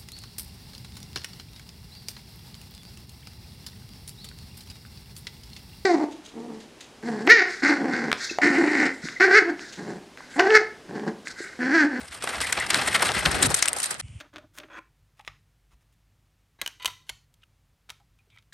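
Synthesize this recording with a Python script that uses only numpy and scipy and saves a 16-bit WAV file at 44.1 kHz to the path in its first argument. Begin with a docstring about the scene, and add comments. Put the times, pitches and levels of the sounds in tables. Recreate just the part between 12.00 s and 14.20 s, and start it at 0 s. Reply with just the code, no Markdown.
"""Faint crunches of dry soil and leaves come first, then swell as a toy truck is hauled past a microphone.
Grit and leaves are banded noise grains, dry stems snap as filtered noise bursts with a hollow knock. Rubbing
plastic squeaks, then dry leaves give three tiny high rings, all as clicks ringing one resonance. Ground rumble,
wheel growl and thumps fill the bass. After a cut to a quieter spot, low pulses that sag in pitch throb over
faint hiss, with one small tick."""
import sys
import numpy as np
from scipy import signal
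from scipy.fft import rfft, irfft
from scipy.io import wavfile
from scipy.ndimage import uniform_filter1d

SR = 44100
rng = np.random.default_rng(int(sys.argv[2]) if len(sys.argv) > 2 else 0)


def dump(signal):
    """Clip the signal to [-1, 1] and save it as 16-bit WAV at the path in sys.argv[1]."""
    limited = np.clip(np.atleast_2d(signal).T, -1, 1)
    pcm = np.round(limited * 32767).astype(np.int16)
    wavfile.write(sys.argv[1], SR, pcm)


N = 97020

# Low throbs of the quiet spot, before the fade-in: (centre [s], peak [dB])
THROBS = [(2.021, -49), (2.05, -34.5), (2.109, -36.5), (2.1644, -35)]
# Spectrum of the hiss in the quiet spot: (frequency [Hz], relative density [dB per Hz])
HISS_COLOUR = [(18, -35), (30, -11), (100, 0), (230, -13.5), (423, -27.5), (1710, -31.5), (2240, -22.5),
               (3010, -21), (3840, -37.5), (9060, -30.5), (9760, -26), (10500, -75), (22000, -110)]
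# Rumble through the ground: (time [s], level [dB])
RUMBLE_LEVEL = [(0, -57), (.03, -53), (.12, -59.5), (.4, -47.5), (.53, -51), (.62, -48), (.74, -45),
                (.9, -45.5), (1.1, -43), (1.3, -38), (1.52, -37.5), (1.6, -54.5), (1.76, -55), (1.82, -64),
                (2.01, -54)]
# Spectrum of that rumble: (frequency [Hz], relative density [dB per Hz])
RUMBLE_COLOUR = [(15, -49), (30, -26), (48, -6), (64, 3), (130, 0), (210, -6), (340, -31), (550, -48)]
# Growl of the wheels rolling close by: (time [s], level [dB])
GROWL_LEVEL = [(0.0, -64), (0.21, -58), (0.23, -48.5), (0.51, -54), (0.59, -40), (0.62, -56), (0.73, -39),
               (1.01, -44.5), (1.02, -37.5), (1.15, -47.5), (1.17, -30.5), (1.21, -52), (1.27, -32),
               (1.3, -38), (1.45, -30.5), (1.61, -59), (1.72, -56), (2.01, -57)]
# Heavy thumps of the passing truck: (centre [s], pitch [Hz], peak [dB])
THUMPS = [(.03, 70, -45), (.11, 70, -46), (.24, 300, -36), (.4, 75, -38), (.585, 200, -33),
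          (.59, 70.5, -36), (0.75, 160, -30), (.95, 200, -33), (1.07, 100, -36), (1.11, 115, -34),
          (1.17, 190, -27), (1.199, 59.4, -34), (1.264, 315, -24), (1.267, 168, -20), (1.287, 65, -24),
          (1.355, 59.5, -30), (1.412, 111, -43), (1.44, 318, -25), (1.449, 82, -32), (1.479, 119, -23.5),
          (1.5, 139, -28), (1.536, 152, -30), (1.92, 170, -44)]
# Squeaks of rubbing plastic, then three tiny high rings of dry leaves:
# (centre [s], length [s], pitch [Hz], level [dB])
SQUEAKS_AND_LEAF_RINGS = [(0.444, 0.021, 1935, -29.5), (0.499, 0.0061, 1920, -29.5),
                          (0.614, 0.03, 2010, -27), (0.887, 0.033, 1970, -30.5),
                          (1.179, 0.0097, 2020, -32.5), (1.787, .003, 8700, -31), (1.842, .004, 8600, -29),
                          (1.863, .005, 8500, -27)]
# Snapping stems: (time [s], crack peak [dB], crack centre [Hz], knock against crack [dB],
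# knock pitch [Hz], left minus right [dB])
SNAPS = [(0.0782, -35, 8870, -10, 2380, 0.3), (0.2236, -20, 4460, -7, 1480, 3),
         (0.2741, -21, 3560, 4.5, 1390, -7), (0.4039, -15.5, 4750, -3, 1650, 0.3),
         (0.4149, -11.5, 3660, -11, 1500, 2), (0.524, -12, 8680, -8, 1610, 2),
         (0.5263, -10, 8800, -15.5, 1770, 10), (0.5272, -19, 3970, -19, 1530, 10),
         (0.6003, -15, 8930, -13, 2010, 6), (0.665, -23, 8830, -12, 829, 9),
         (0.7056, -16, 4000, -10, 1500, 16), (0.733, -19, 8720, -13, 1460, 4),
         (0.7449, -7, 3900, -6, 1470, 0.3), (0.8854, -12, 3600, -7, 1870, 2),
         (0.9959, -18, 3610, -5, 1900, 2), (1.025, -16, 9210, -17, 1380, 2),
         (1.0899, -11, 3370, -2, 1900, 2), (1.1179, -14.5, 3450, -5, 1650, 2),
         (1.2538, -11, 3500, -6, 1470, -4), (1.4291, -4, 7600, -10, 2000, -1),
         (1.503, -14, 8360, -10, 1730, 0.3), (1.5421, -6, 9130, -11.5, 2070, 5),
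         (1.6243, -3, 7960, -15, 2180, 3), (1.626, -3, 5400, -6.5, 2040, 2),
         (1.6421, -21, 6230, -7, 1920, 10), (1.6568, -5, 8400, -16, 1420, 1.5),
         (1.6769, -16, 4600, -4, 2080, 7), (1.6796, -10.5, 8370, -11, 2370, 4),
         (1.6832, -2.5, 8850, -14.5, 2760, 2), (1.7307, -5.5, 9100, -15, 1960, 0.3),
         (1.7642, -19, 5290, -15, 1770, 2), (1.7846, -20, 8630, -13, 1040, 0.3),
         (1.802, -15, 8400, -10, 2770, 0.3), (1.8202, -20, 6050, -11, 1450, 0.3),
         (1.83, -21, 8510, -10, 2340, 0.3), (1.8392, -20, 8230, -9, 2620, 0.3),
         (1.8576, -15, 8460, -12, 2720, 2), (1.9082, -14, 8750, -9.5, 1710, 0.3),
         (1.9428, -22.5, 8500, -6, 1360, 0.3)]
# Partials of the hollow knock: (multiple of knock pitch [ratio], level [dB], 60 dB decay time [s])
KNOCK_PARTIALS = [(1, -2, 0.013), (1.72, -6, 0.0045)]
# Crunches, before colouring: (centre [s], length [s], soil thud [dB], grit [dB], leaf rustle [dB])
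CRUNCHES = [(0.014, 0.024, -48, -43, -46.5), (0.041, 0.02, -44.5, -61, -62),
            (0.083, 0.012, -75, -45, -44.5), (0.126, 0.024, -56, -41, -47), (0.147, 0.021, -48.5, -44, -40),
            (0.174, 0.023, -48.5, -55, -61), (0.24, 0.0098, -32, -30, -32.5),
            (0.274, 0.007, -35.5, -32, -53), (0.298, 0.03, -37, -34, -38.5),
            (0.347, 0.036, -38, -30.5, -38.5), (0.415, 0.015, -37.5, -26, -28),
            (0.445, 0.02, -44, -36, -37.5), (0.474, 0.017, -53, -29.5, -34), (0.495, 0.014, -42, -45, -41),
            (0.527, 0.0054, -33.5, -19, -26), (0.578, 0.019, -30.5, -26, -34.5),
            (0.629, 0.027, -46, -29, -43), (0.665, 0.0091, -39, -35, -39.5), (0.705, 0.0071, -38, -21, -22),
            (0.745, 0.0026, -47, -17, -22.5), (0.759, 0.016, -33, -22.5, -26),
            (0.793, 0.026, -39, -24.5, -40), (0.821, 0.009, -31, -31, -41), (0.845, 0.0084, -41, -50, -46),
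            (0.879, 0.017, -29.5, -29, -29), (0.954, 0.021, -29.5, -20, -27.5),
            (1.003, 0.011, -32, -28.5, -53), (1.015, 0.02, -36, -32, -39), (1.027, 0.012, -20.5, -20, -25),
            (1.064, 0.05, -37.5, -27, -29.5), (1.094, .006, -27, -24, -40), (1.107, 0.013, -29.5, -39, -48),
            (1.155, 0.034, -37, -27.5, -38.5), (1.175, 0.025, -34.5, -25, -34.5),
            (1.195, 0.018, -39, -29.5, -30), (1.23, 0.016, -37, -30, -48),
            (1.261, 0.019, -26.5, -21, -29.5), (1.315, 0.0057, -40, -29, -28.5),
            (1.351, 0.026, -35, -31, -34), (1.382, 0.026, -55, -34, -39), (1.43, 0.014, -29.5, -43, -18.5),
            (1.51, 0.017, -30, -28.5, -25), (1.547, 0.0073, -35, -31, -13.5), (1.569, 0.011, -47, -49, -23),
            (1.59, 0.0093, -47, -47, -26), (1.653, 0.018, -56, -30, -54), (1.691, 0.0065, -54, -42, -31),
            (1.767, 0.01, -35.5, -37.5, -26.5), (1.788, 0.0084, -61, -47, -29),
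            (1.803, 0.007, -53, -37, -25), (1.82, .008, -53, -52, -36), (1.832, .008, -51, -38, -24),
            (1.844, 0.0097, -64, -32, -28.5), (1.861, 0.0089, -61, -42, -29.5),
            (1.912, 0.012, -40.5, -36, -27), (1.949, 0.0028, -44, -37, -41), (2.005, 0.02, -51.5, -38, -36)]
# Steady rolling under the crunches, before colouring: (time [s], soil thud [dB], grit [dB], leaf rustle [dB])
ROLLING = [(0, -63, -54.5, -51), (.2, -63, -46.5, -55), (.23, -44, -38, -43.5), (.39, -43, -40, -46),
           (.46, -49, -38.5, -41), (.59, -44.5, -31.5, -40), (.68, -45.5, -38.5, -44),
           (.72, -39.5, -28.5, -40.5), (.735, -36.5, -24.5, -37.5), (.78, -37, -32.5, -36.5),
           (.92, -42.5, -33, -38), (1.08, -39, -32.5, -43.5), (1.21, -47, -42, -40.5),
           (1.28, -36, -33, -37.5), (1.408, -39, -31, -41), (1.44, -41, -23.5, -25.5),
           (1.468, -32.5, -30.5, -25.5), (1.478, -40, -38.5, -45), (1.6, -46.5, -34.5, -37),
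           (1.71, -40.5, -43, -50), (1.84, -52, -39.5, -39), (1.88, -50, -45, -46),
           (1.92, -47.5, -38.5, -46.5), (2.01, -59.5, -56, -51)]
# Tone colour of the tyre noise: (frequency [Hz], gain [dB])
TYRE_COLOUR = [(220, -22), (500, -10), (750, -5), (1000, -8), (1420, -4), (2000, -5.5), (2600, -9),
               (4600, -7), (6500, -12), (8700, -7), (10500, -1), (16000, -37)]
# Share of the power from the large grains, in the mid signal: (soil [0-1], grit [0-1], rustle [0-1])
BIG_SHARE = (0.08, 0.52, 0.49)
# Stereo side level of the tyre noise: (frequency [Hz], gain [dB])
TYRE_SIDE = [(60, -13.5), (200, -15), (700, -18), (1290, -9), (2400, -13), (4400, -13.5), (8000, -11.5),
             (15000, -28.5)]
# Stereo width as the truck passes, widest at the end: (time [s], gain added to the side [dB])
WIDTH = [(0, -7), (.4, -9.5), (.9, -7), (1.1, -6), (1.5, 4.5), (2.01, 9.5)]
# Lean of the truck's midrange to one side: (time [s], left minus right [dB])
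PAN = [(0.0, 3), (0.13, 0.5), (0.91, 1.5), (1.38, 4), (1.76, 2.5), (1.96, -2.5), (2.01, 1)]
# Microphone response: (frequency [Hz], gain [dB])
MIC_RESPONSE = [(25, -7), (50, -0.5), (5000, 0), (6500, -1), (8700, 3), (9600, 2), (10300, -2),
                (11700, -8.5), (12800, -12), (13700, -37), (15200, -16), (16500, -40)]
# Phase between the two microphone ports: (frequency [Hz], lead of the left port [rad])
PORT_PHASE = [(0, 0), (6720, 0.11), (8180, 0.88), (8870, -0.7), (9910, -2.5), (10900, -3.5), (11600, -6),
              (12700, -4.5), (12900, -5), (13200, -9.2), (14200, -8), (14700, -11), (15100, -13.5),
              (16400, -12.3)]

THROB_HZ, THROB_SAG_HZ_PER_S, THROB_S = 98, 3100, 0.0091  # pitch at the centre, its fall, bell width
HISS_DB, HISS_SIDE_DB = -50.5, -10  # the side gain comes on top of the level
TICK_S, TICK_DB = 2.083, -47
GROWL_HZ, GROWL_WIDTH_HZ = 276, 325
RUMBLE_SIDE_DB, THUMP_CYCLES = -6, 0.89
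CLICKS_PER_S, RING_WIDTH = 1200, 0.14  # clicks driving squeaks and rings; width as a share of the pitch
SNAP_S, SNAP_LAG_S = 0.0003, 0.0004  # rise to the peak of the burst, wait before it
SNAP_WIDTH, SNAP_BROAD_DB = 0.39, -8  # share of the crack centre; gain of the crack's wide edge
DEBRIS_DB, DEBRIS_S, DEBRIS_PER_S = -15, 0.006, 1800
SOIL_HZ, GRIT_HZ, LEAF_HZ = 566, 2200, 7460  # where each material rules
GRAINS_PER_S, BIG_GRAINS_PER_S = 9000, 1800
GRAIN_SPREAD_DB, GRAIN_TOP_DB = 2.5, 9  # mean excess over the smallest grain before capping, and the cap
FLICKER_DB, FLICKER_PER_S = (-0.65, 1.8, 2.5), 150  # depth in soil, grit, rustle; each band on its own
CLUMP_DB, CLUMP_PER_S = (-0.5, 2, 2.5), 200  # depth in soil, grit, rustle; all bands together
CRUNCH_RISE, CRUNCH_FALL, CRUNCH_LEAD = 0.25, 0.53, 0.13  # shares of length; the peak leads the centre
CRUNCH_FALL_SHAPE = 1.43  # 1 = exponential, 2 = bell
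PAN_BASS_HZ, PAN_BASS_SHARE, PAN_TOP_HZ = 900, 0.44, 6200  # bass leans less, treble not at all
CUT_S, GAP_S, FADE_IN_S = 2.0128, 0.0054, 0.0054
TOP_HZ = 16250
T = np.arange(N) / SR
OPPOSED = np.array([[1], [-1]])  # left up, right down


def undb(db):
    """Decibels to amplitude."""
    return 10 ** (np.asarray(db) / 20)


def on_log(hz, table):
    """Read a spectrum table along a logarithmic frequency axis."""
    points = np.array(table)
    return np.interp(np.log(hz), np.log(points[:, 0]), points[:, 1])


def over_time(table, column=1):
    """Draw a time table's column as an automation curve."""
    points = np.array(table)
    return np.interp(T, points[:, 0], points[:, column])


def band(x, hz, width_hz):
    """Resonant band-pass, gain 1 at the centre."""
    return signal.lfilter(*signal.iirpeak(min(hz, 0.45 * SR), hz / width_hz, fs=SR), x)


def twice_band(x, hz, width_hz):
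    """Two equal resonances in a row, for steeper skirts."""
    return band(band(x, hz, width_hz), hz, width_hz)


def unit(x):
    """Scale to rms 1."""
    return x / np.sqrt(np.mean(x ** 2))


def coloured(table, channels):
    """Noise of a given spectrum, rms 1."""
    hz = np.maximum(np.fft.rfftfreq(N, 1 / SR), 1)
    spectrum = rfft(rng.standard_normal((channels, N)))
    return unit(irfft(spectrum * undb(on_log(hz, table)), N))


def walk(rate):
    """Random levels held for 1 / rate seconds and slewed."""
    hold = int(SR / rate)
    steps = rng.standard_normal(N // 20)[np.arange(N) // max(hold, 20)]
    return 1.13 * uniform_filter1d(steps, hold)


def grains(per_s):
    """Scattered clicks of either sign, a few much larger than the rest, rms 1."""
    chance, sign, size = rng.random((3, N))
    size_db = np.minimum(-GRAIN_SPREAD_DB * np.log(size + 1e-9), GRAIN_TOP_DB)
    return unit((chance < per_s / SR) * np.sign(sign - 0.5) * undb(size_db))


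def quiet_spot():
    """Low bell-shaped pulses that sag in pitch, faint hiss and one small tick."""
    throb = 0
    for t, db in THROBS:
        u = T - t
        sagging_hz = THROB_HZ - THROB_SAG_HZ_PER_S * u / 2  # half the sag, as phase integrates pitch
        throb = throb + undb(db) * np.exp(-(u / THROB_S) ** 2 / 2) * np.cos(2 * np.pi * sagging_hz * u)
    mid, side = coloured(HISS_COLOUR, channels=2) * undb(HISS_DB)
    side = undb(HISS_SIDE_DB) * band(side, 910, 2600)
    tick_noise = band(band(rng.standard_normal(N), 3600, 5400), 3600, 5200)
    tick = undb(TICK_DB) * np.exp(-((T - TICK_S) / 0.0023) ** 2) * tick_noise
    return throb + tick + mid + side * OPPOSED


def rumble():
    """Ground-borne bass and the growl of the wheels, with heavy thumps as the truck passes."""
    growl = unit(twice_band(rng.standard_normal((2, N)), GROWL_HZ, GROWL_WIDTH_HZ))
    ground = coloured(RUMBLE_COLOUR, channels=2)
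    mid, side = ground * undb(over_time(RUMBLE_LEVEL)) + growl * undb(over_time(GROWL_LEVEL))
    thumps = 0
    for t, hz, db in THUMPS:
        cycles = (T - t) * hz
        thumps = thumps + undb(db) * np.exp(-(cycles / THUMP_CYCLES) ** 2) * np.cos(2 * np.pi * cycles)
    side_gain = undb(RUMBLE_SIDE_DB + over_time(WIDTH) / 2)  # bass takes half the widening
    return thumps + mid + side_gain * side * OPPOSED


def squeaks_and_leaf_rings():
    """Brief runs of clicks ring one resonance: stick-slip in rubbing plastic, then tiny rings of dry leaves."""
    clicks, out = grains(CLICKS_PER_S), 0
    for t, length, hz, db in SQUEAKS_AND_LEAF_RINGS:
        ringing = unit(twice_band(clicks, hz, RING_WIDTH * hz))
        out = out + undb(db) * np.exp(-2 * ((T - t) / length) ** 2) * ringing
    return out


def snaps():
    """A stem breaks with a sharp crack, a crackle of debris after it, and a short hollow knock."""
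    out, noise, debris = np.zeros((2, N)), rng.standard_normal(N), grains(DEBRIS_PER_S)
    for t, db, hz, knock_db, knock_hz, pan_db in SNAPS:
        start = int(t * SR)
        i = slice(start, start + 2000)
        u = np.maximum(T[i] - t - SNAP_LAG_S, 0)
        burst = noise[i] * u / SNAP_S * np.exp(1 - u / SNAP_S)
        crackle = (u > 0) * debris[i] * undb(DEBRIS_DB) * np.exp(-u / DEBRIS_S)
        push, width_hz = burst + crackle, SNAP_WIDTH * hz
        core = band(push, hz, width_hz) * np.sqrt(SR / (np.pi * width_hz))  # offsets the narrow band's loss
        crack = core + undb(SNAP_BROAD_DB) * band(push, hz, 2 * hz)
        crack = crack / np.max(np.abs(crack))
        knock = 0
        for multiple, partial_db, t60 in KNOCK_PARTIALS:
            ring = np.sin(2 * np.pi * multiple * knock_hz * u) * 1000.0 ** (-u / t60)
            knock = knock + undb(knock_db + partial_db) * ring
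        out[:, i] += undb(db + OPPOSED * pan_db / 2) * (crack + knock)
    return out


def tyre_levels_db():
    """Soil, grit and rustle levels: rolling plus crunches in power, then shared random clumping."""
    power = np.array([undb(2 * over_time(ROLLING, column)) for column in (1, 2, 3)])
    for t, length, *db in CRUNCHES:
        peak = t - CRUNCH_LEAD * length
        u = (T - peak) / (length * np.where(T < peak, CRUNCH_RISE, CRUNCH_FALL))
        swell = np.exp(-np.where(u < 0, u ** 2, np.abs(u) ** CRUNCH_FALL_SHAPE))
        power += undb(2 * np.array(db))[:, None] * swell
    return 10 * np.log10(power) + np.outer(CLUMP_DB, walk(CLUMP_PER_S))


def tyres():
    """Breaking grains in third-octave bands; every crunch swells them with its own balance."""
    level_db, big_grains, out = tyre_levels_db(), grains(BIG_GRAINS_PER_S), 0
    for hz in 250 * 2 ** (np.arange(19) / 3):
        # 0 = soil, 1 = grit, 2 = rustle, blended in between
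        place = np.interp(np.log(hz), np.log([SOIL_HZ, GRIT_HZ, LEAF_HZ]), range(3))
        k = min(int(place), 1)
        blend_db = level_db[k] * (k + 1 - place) + level_db[k + 1] * (place - k)
        flicker_db = np.interp(place, range(3), FLICKER_DB) * walk(FLICKER_PER_S)
        gain = undb(blend_db + on_log(hz, TYRE_COLOUR) + flicker_db)
        gain = gain * np.sqrt(SR / hz * 3)  # offsets the loss of power in a narrow band
        share = np.clip(np.interp(place, range(3), BIG_SHARE), 0, 1)
        mid = np.sqrt(share) * big_grains + np.sqrt(1 - share) * grains(GRAINS_PER_S)
        side = grains(GRAINS_PER_S)
        mid, side = (twice_band(v * gain, hz, hz / 3) for v in (mid, side))
        side_gain = undb(on_log(hz, TYRE_SIDE) + over_time(WIDTH))
        out = out + mid + side_gain * side * OPPOSED
    return out


def lean(truck):
    """Pan by frequency: midrange fully, bass in part, treble left even."""
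    def low(hz):
        return signal.sosfiltfilt(signal.butter(2, hz, fs=SR, output="sos"), truck)

    pan_db = over_time(PAN) * OPPOSED / 2
    bass, body = low(PAN_BASS_HZ), low(PAN_TOP_HZ)
    treble, midrange = truck - body, body - bass
    return treble + midrange * undb(pan_db) + bass * undb(PAN_BASS_SHARE * pan_db)


def scene():
    """The passing truck, a hard cut with a tiny gap, then the quiet spot."""
    truck = lean(rumble() + squeaks_and_leaf_rings() + snaps() + tyres())
    fade_out = np.clip((CUT_S - T) / 0.0007, 0, 1)
    fade_in = np.clip((T - CUT_S - GAP_S) / FADE_IN_S, 0, 1) ** 2
    return truck * fade_out + quiet_spot() * fade_in


def record(dry):
    """The microphone fades at the top as its two ports drift in phase; peaks are rounded, the top cut."""
    hz = np.fft.rfftfreq(N, 1 / SR) + 1  # keeps the logarithm finite
    turn = np.exp(0.5j * on_log(hz, PORT_PHASE) * OPPOSED)
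    heard = irfft(rfft(dry) * turn * undb(on_log(hz, MIC_RESPONSE)), N)
    top_cut = signal.ellip(8, 0.2, 80, TOP_HZ, fs=SR, output="sos")
    return signal.sosfilt(top_cut, np.tanh(heard))


dry = scene()
out = record(dry)
dump(out)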